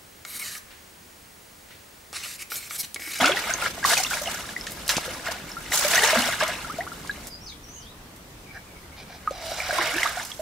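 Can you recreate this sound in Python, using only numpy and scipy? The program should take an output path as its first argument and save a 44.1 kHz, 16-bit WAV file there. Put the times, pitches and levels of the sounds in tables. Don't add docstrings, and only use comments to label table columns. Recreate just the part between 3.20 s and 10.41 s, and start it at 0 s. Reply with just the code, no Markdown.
import sys
import numpy as np
from scipy import signal
from scipy.fft import rfft, irfft, next_fast_len
from scipy.io import wavfile
from scipy.ndimage import uniform_filter1d

SR = 44100
rng = np.random.default_rng(int(sys.argv[2]) if len(sys.argv) > 2 else 0)


def put_to_file(sound):
    columns = np.atleast_2d(sound).T
    safe = np.clip(columns, -1, 1)
    whole_steps = np.round(safe * 32767)
    wavfile.write(sys.argv[1], SR, whole_steps.astype(np.int16))


N = 317961
FFT_SIZE = next_fast_len(N + 8192)
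FULLER_UNTIL_S = 4.09


def amp(db):
    return 10 ** (np.asarray(db) / 20)


def evened(x):
    return x / np.sqrt(np.mean(x ** 2) + 1e-20)


def read(points, hz):
    f, value = np.transpose(points)
    return np.interp(np.log(hz + 1), np.log(f + 1), value)


def along(rows, t):
    s, *columns = np.transpose(rows)
    return [np.interp(t, s, column) for column in columns]


def add(mix, s, sound):
    part = mix[round(s * SR):][:len(sound)]
    part += sound[:len(part)]


def wander(length, size):
    return evened(uniform_filter1d(rng.standard_normal(length), size=size))


def clicks(per_s, spread_db):
    strength = amp(spread_db * np.minimum(rng.exponential(1, N), 5))
    return strength * (rng.random(N) < per_s / SR)


def bandpass(order, edges, x):
    return signal.lfilter(*signal.butter(order, edges, "band", fs=SR), x)


def hiss(points, patchy_db, flicker_db, size):
    frames, hz = 4 * N // size + 5, np.fft.rfftfreq(size, 1 / SR)
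    a, b, c, d, patches = rng.standard_normal((frames, len(hz), 5)).T
    patches = uniform_filter1d(patches, size=8, axis=0)
    patches = evened(uniform_filter1d(patches, size=8, axis=1))
    flicker = wander(frames, 6)
    level_db = read(points, hz)[:, None] + patchy_db * patches + flicker_db * flicker
    return hz, np.array([a + 1j * b, c + 1j * d]) * amp(level_db)


def pair(hz, z, likeness):
    same = np.clip(read(likeness, hz), 0, 1)[:, None]
    return np.array([z[0], same * z[0] + np.sqrt(1 - same ** 2) * z[1]])


def heard(z, size):
    return evened(signal.istft(z, nperseg=size, noverlap=3 * size // 4)[1][..., :N])


def ports(x, lag_us):
    turn = np.exp(-1j * np.pi * np.fft.rfftfreq(FFT_SIZE, 1 / SR) * lag_us / 1e6)
    return irfft(rfft(x, FFT_SIZE) * [1 / turn, turn], FFT_SIZE)[:, :N]


def scatter(x, t60):
    t = np.arange(int(t60 * SR)) / SR
    echoes = rng.standard_normal((2, len(t))) * amp(-60 * t / t60) * (t > .003)
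    return signal.oaconvolve(x[None], echoes / np.linalg.norm(echoes[0]), axes=1)[:, :N]


def whistle(rows, wobble, flutter_db):
    t = np.arange(rows[0][0], rows[-1][0], 1 / SR)
    hz, db = along(rows, t)
    waver, flutter = wander(len(t), 300), wander(len(t), 700)
    tone = np.sin(2 * np.pi * np.cumsum(hz * (1 + wobble * waver)) / SR)
    return t[0], np.sqrt(2) * amp(db + flutter_db * flutter) * tone * signal.windows.tukey(len(t), .25)


def bubble(hz, t60, climb=.05):
    t = np.arange(int(t60 * SR) + 8) / SR
    decay = amp(-60 * (t / t60) ** 1.496)
    onset = 1 - np.exp(-t * hz * 2.41)
    return decay * onset * np.sin(2 * np.pi * hz * t * (1 + climb * t / t60))


def water_level(t):
    # peak time in seconds, churn level in dB, seconds to rise 20 dB,
    # seconds to fall 20 dB, spray relative to churn in dB before the common spray lift.
    splashes = [(.04, -21, 5.54, 0.38, -9), (0.305, -27, 0.25, 0.2, -6.5), (.425, -30, 0.17, 0.2093, -4.5),
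                (.47, -27.5, 0.2, 0.02, -10), (.655, -25, 0.014, 0.2, 1), (0.734, -22, 0.1, 0.0229, 1.5),
                (.775, -28, 0.0881, 0.18, 2.5), (.915, -33.5, 0.13, 0.6553, 1.3),
                (1.09, -35, 0.1, 0.265, -6), (1.694, -28.5, 0.0052, 0.0914, 4),
                (1.77, -33.5, 0.3827, 0.6544, -3.5), (2.076, -30.5, 0.07, 0.17, -8.5),
                (2.528, -27.5, 0.02, 0.3122, 6), (2.63, -23, 0.06, 0.06, -12),
                (2.745, -20, 0.1933, 0.45, -2.5), (2.95, -20.5, 0.32, 0.24, -7),
                (3.05, -30.5, 0.1493, 0.544, -3), (3.213, -27.5, 0.06, 0.32, -13.5),
                (6.26, -43, 0.06, 2.5, 4.5), (6.611, -25.5, 0.3377, 0.25, -11),
                (6.84, -29.5, 0.665, 0.22, -6.5), (6.99, -37.5, 0.21, 0.1, -2)]
    floor_db, floor_spray_db = -49.5, .5
    s, db, rise, fall, spray_db = np.transpose(splashes)[..., None]
    power = amp(db - 20 * np.maximum((s - t) / rise, (t - s) / fall)) ** 2
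    floor = amp(floor_db - 60 * (t > FULLER_UNTIL_S)) ** 2
    churned = power.sum(0) + floor
    sprayed = (power * amp(spray_db) ** 2).sum(0) + floor * amp(floor_spray_db) ** 2
    return 10 * np.log10(churned), 10 * np.log10(sprayed / churned)


def treble_share(hz):
    return np.clip(np.log(hz / 2500 + 1e-9) / np.log(2.5), 0, 1)


def bubble_swarms(spectrum, spray_db):
    patch_lags = [-25, 0, 12, 30]
    patches = np.zeros((len(patch_lags), N))
    pitches = np.geomspace(380, 12000, num=40)
    for k, (hz, share) in enumerate(zip(pitches, treble_share(pitches))):
        grain = bubble(hz, 40 / hz * rng.uniform(.5, 1.5), rng.uniform(0, .25))
        swarm = evened(signal.oaconvolve(clicks(27 * (hz / 400), 3.8), grain)[:N])
        level = amp(read(spectrum, hz) + share * (spray_db - 6.0))
        patches[k % len(patch_lags)] += level * np.sqrt(hz) * swarm
    swarms = evened(sum(ports(patch, lag) for patch, lag in zip(patches, patch_lags)))
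    clumps = evened(uniform_filter1d(wander(N, 1200), size=1200))
    return evened(amp(2.45 * clumps) * swarms)


def spray_rush(spectrum, spray_db):
    # frequency in Hz, left-right likeness as a share.
    spray_likeness = [(1000, 1), (3000, 0.046), (12000, 0.24)]
    hz, z = hiss(spectrum, patchy_db=2.5, flicker_db=3.5, size=256)
    share = treble_share(hz)[:, None]
    frame_spray_db = spray_db[np.minimum(np.arange(z.shape[2]) * 64, N - 1)]
    z = z * amp(share * frame_spray_db - 6 * (1 - share))
    return amp([[-1.8], [-0.6]]) * heard(pair(hz, z, spray_likeness), size=256)


def churn(spray_db):
    # frequency in Hz, relative density in dB per Hz.
    spectrum = [(120, -35.5), (300, -24), (640, -2), (900, -6.5), (1300, -1.5), (2000, -3.5), (6400, -15),
                (15600, -25.5)]
    return bubble_swarms(spectrum, spray_db) + spray_rush(spectrum, spray_db)


def gulps(out):
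    # start in seconds, length in seconds, first pitch in Hz, last pitch in Hz,
    # level in dB at the end of the rise, before flutter.
    air_pockets = [(0.0, 0.16, 250.9, 422, -26.5), (2.826, 0.05325, 449.5, 484, -27.5),
                   (2.957, 0.136, 229.1, 272, -30), (6.58, .08, 335, 365, -42), (6.73, .08, 315, 365, -38)]
    rise_s, start_db, fade_db = .01642, -9, -8.5
    for s, length, first, last, db in air_pockets:
        rows = [(s, first, db + start_db), (s + rise_s, first, db), (s + length, last, db + fade_db)]
        add(out, *whistle(rows, wobble=.07, flutter_db=5))


def single_bubbles(out):
    # start in seconds, level in dB, pitch in Hz, 60 dB decay time in seconds and, where it is
    rings = [(.029, -13, 690.8, .0205), (.042, -12, 1350, .035, .2), (.078, -15, 1400, .02),
             (.094, -17.5, 560, .052, .18), (.119, -14, 3250, .012), (.171, -18, 1880, .02),
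             (.308, -17.5, 1500, .025), (.338, -11, 6336, .0076), (.422, -19.5, 1372, .04),
             (.579, -26, 681.9, .019), (.629, -24, 1600, .04), (.642, -12.5, 1842, .012),
             (.649, -7.5, 1100, .02), (.77, -15, 2463, .017), (.784, -23.5, 749.5, .029),
             (.801, -20.5, 740, .037), (.848, -17, 2710, .012), (.865, -21, 3400, .018, .15),
             (.91, -20, 1444, .029, .135), (.938, -19, 2348, .012), (.971, -20, 1600, .01),
             (1.015, -28, 578, .065), (1.058, -25, 3050, .016), (1.074, -19, 2830, .013),
             (1.078, -22, 732.2, .024), (1.364, -19, 1960, .022), (1.411, -23.5, 5186, .009),
             (1.471, -24, 1645, .015, .25), (1.879, -28, 511, .054), (2.066, -21, 1400, .01),
             (2.073, -22, 1800, .019), (2.085, -27.5, 633, .057, .205), (2.317, -26.5, 5263, .011),
             (2.368, -26, 1346, .046), (2.521, -13.5, 1940, .012), (2.648, -17.5, 581, .077),
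             (2.756, -11, 6065, .012), (2.779, -9.5, 1863, .023), (2.834, -12.5, 1840, .03, .134),
             (2.931, -14, 627.7, .046), (2.957, -15, 645, .0275), (3.086, -19, 660, .029),
             (3.211, -15, 1123, .025, .11), (3.224, -16.5, 614, .054), (3.446, -27, 1350, .035),
             (3.498, -26, 1153, .07, .4), (3.586, -22, 651, .085, .26), (3.607, -22, 1811, .026, .265),
             (3.667, -27, 1150, .014), (3.675, -24, 1300, .015, .2), (3.718, -29, 1345, .034),
             (3.849, -27, 1000, .008), (3.895, -19, 1603, .032, .084), (3.912, -29, 3873, .014),
             (4.323, -39, 2250, .02), (6.075, -13.5, 1242, .036, .014), (6.109, -21, 547.5, .028),
             (6.317, -21.5, 640, .025), (6.402, -18.5, 2299, .021), (6.493, -19, 703, .034),
             (6.508, -14, 1559, .013), (6.528, -20, 617.1, .037), (6.585, -12.5, 1036, .025),
             (6.782, -15, 1693, .018), (6.831, -9.5, 2004, .013), (6.861, -17.5, 1171, .021, .27),
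             (6.971, -24, 715.2, .057), (7.117, -25, 3278, .014), (7.194, -24.5, 620.4, .065)]
    for s, db, *ring in rings:
        add(out, s, amp(db) * bubble(*ring))


def slaps(out):
    # start in seconds, level in dB before the crack and tail offsets, centre in Hz.
    impacts = [(.058, -5.5, 3494), (.642, -17, 3000), (0.696, -13, 4020), (.803, -16, 5000),
               (.777, -8.5, 4950), (1.468, -17, 3800), (1.508, -25, 11000), (1.519, -21, 9000),
               (1.679, -12.5, 6920), (1.692, -3.5, 3360), (1.767, -10, 3878), (3.019, -13, 5957),
               (3.279, -17, 5955), (3.874, -26, 5000), (4.0705, -22, 7900), (4.963, -35, 7000),
               (6.108, -26.5, 3500), (6.832, -14.5, 4200), (7.05, -20, 7000)]
    span = 1.8
    t = np.arange(4000) / SR
    for s, db, hz in impacts:
        edges = [hz / span, min(hz * span, SR / 2 - 1000)]
        burst = evened(bandpass(2, edges, rng.standard_normal(len(t))))
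        crack = amp(db - 10.5 - 60 * t / .014)
        tail = amp(db - 18.5 - 60 * t / .13)
        add(out, s, (crack + tail) * burst)


def thuds(out):
    # start in seconds, level in dB before a 4 dB lift, pitch in Hz.
    blows = [(1.769, -20, 257), (1.782, -12.5, 810), (3.541, -27.5, 233)]
    t = np.arange(4000) / SR
    for s, db, hz in blows:
        add(out, s, amp(db + 4.0 - 60 * t * hz / 4.63) * np.sin(2 * np.pi * hz * t))


def drops():
    out = np.zeros(N)
    for source in (gulps, single_bubbles, slaps, thuds):
        source(out)
    return out


def forest():
    # frequency in Hz, relative density in dB per Hz.
    hum = [(18, -26), (42, -1.5), (90, -7.5), (226, -10.5), (583, -17), (1020, -18.5), (1270, -19.5),
           (15600, -32.5)]
    # frequency in Hz, left-right likeness as a share.
    hum_likeness = [(60, 1), (300, 0.91), (1500, 0.0143)]
    hz, z = hiss(hum, patchy_db=1.2, flicker_db=.2, size=1024)
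    early = np.arange(z.shape[2]) * 256 / SR < FULLER_UNTIL_S
    early_db = read([(90, 0.21), (180, 5.7), (2000, 3.6)], hz)
    z = z * amp(early_db[:, None] * early)
    return amp(-42.5) * heard(pair(hz, z, hum_likeness), size=1024)


def near_bird(dry):
    # start in seconds, length in seconds, first, middle and last pitch in Hz,
    # level in dB before flutter and the direct and echo gains.
    notes = [(1.875, .1, 10400, 10500, 10550, -52), (2.13, 0.057, 5800, 4150, 3780, -47),
             (4.094, 0.068, 4877, 4904, 4900, -44), (4.205, 0.065, 5400, 5810, 6150, -51.5),
             (4.248, 0.0611, 6130, 6200, 6250, -52), (4.256, 0.084, 5700, 3850, 3250, -44),
             (4.426, 0.1206, 5576, 5960, 6620, -49.5), (4.53, 0.08862, 6650, 6317, 5746, -47.5),
             (4.597, 0.042, 5961, 5077, 4206, -48), (4.555, 0.134, 2903, 3130, 3370, -52.5),
             (4.654, 0.068, 3289, 3803, 3755, -50.5)]
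    for s, length, first, middle, last, db in notes:
        u = np.linspace(0, 1, num=9)
        hz = np.polyval(np.polyfit([0, .5, 1], [first, middle, last], deg=2), u)
        rows = np.c_[s + u * length, hz, np.full_like(u, db)]
        add(dry, *whistle(rows, wobble=.022, flutter_db=3.5))


def far_bird(dry):
    # start in seconds, length in seconds, starting pitch in Hz,
    # level in dB before flutter and the direct and echo gains.
    phrase = [(5.254, 0.075, 2341, -52), (5.334, 0.09, 2340, -54.5), (5.472, 0.0504, 2330, -55.5),
              (5.548, 0.025, 2190, -53), (5.627, 0.04, 2080, -54), (5.718, 0.028, 2199, -49.5)]
    sag = .02751
    for s, length, hz, db in phrase:
        rows = [(s, hz, db), (s + length, hz * (1 - sag), db)]
        add(dry, *whistle(rows, wobble=.035, flutter_db=4.5))


def birds():
    dry = np.zeros(N)
    near_bird(dry)
    far_bird(dry)
    return amp(-5) * dry + amp(-2) * scatter(dry, .2)


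def grip(t):
    # start in seconds, length in seconds, then arch-top levels in dB of the
    strokes = [(5.328, 0.068, -51, -43, -68, -71.5), (5.762, 0.08085, -52, -53, -55, -49),
               (5.879, 0.11343, -51, -53.5, -52.5, -54), (6.1, 0.17, -44, -63, -52.5, -80.5),
               (6.21, 0.26, -39, -52, -48, -48), (6.41, 0.33, -36, -42, -38, -50.5),
               (6.6, .42, -46, -38, -46, -50)]
    s, length, *levels = np.transpose(strokes)[..., None]
    arch = np.sin(np.pi * np.clip((t - s) / length, 0, 1))
    return [10 * np.log10((arch * amp(db) ** 2).sum(0) + 1e-12) for db in levels]


def resonate(x, hz, width):
    turn, r = np.exp(2j * np.pi * np.cumsum(hz) / SR), np.exp(-np.pi * width / SR)
    return evened((turn * signal.lfilter([1 - r], [1, -r], x / turn)).real)


def rod(t):
    # frequency in Hz before flexing, half the width in Hz of each of two
    modes = [(700, 80), (1580, 204), (2300, 120)]
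    # time in seconds, pitch factor of the main modes.
    flexing = [(6.12, 1.04), (6.26, .94), (6.38, 1.04), (6.64, .92), (7, 1)]
    upper_modes = [3950, 5000, 5700]
    *rings_db, rasp_db = grip(t)
    bend = along(flexing, t)[0]
    slips = clicks(4000, 1.6) * rng.standard_normal(N)
    rasp = evened(bandpass(3, [1800, 4800], slips))
    out = amp(rasp_db) * rasp
    upper = sum(resonate(rasp, hz * np.sqrt(bend), 140) for hz in upper_modes)
    out += amp(rings_db[0] - 9) * upper
    for (hz, width), db in zip(modes, rings_db):
        chatter = wander(N, 900)
        ring = resonate(slips, hz * bend, 2 * width)
        out += amp(db + 2.2 * chatter) * resonate(ring, hz * bend, 2 * width)
    return ports(out, -20)


def scene():
    # time in seconds, left over right in dB.
    side_of = [(0, 0.14), (3.7, 0.4), (6, -1), (7.2, -3)]
    t = np.arange(N) / SR
    churn_db, spray_db = water_level(t)
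    near = amp(churn_db) * churn(spray_db + 8.3)
    near += ports(drops(), 8)
    near += rod(t)
    bright = signal.lfilter(*signal.butter(1, 1500, "high", fs=SR), near.mean(0))
    side_db = along(side_of, t)[0] / 2
    echoes = amp(-8.0) * scatter(bright, .12)
    return near * amp([side_db, -side_db]) + echoes + forest() + birds()


def record(dry):
    cut = signal.lfilter(*signal.butter(2, 30, "high", fs=SR), dry)
    band_limit = signal.firwin(511, 15720, window=("kaiser", 9), fs=SR)
    return signal.oaconvolve(cut, band_limit[None], "same")


dry = scene()
out = record(dry)
put_to_file(out)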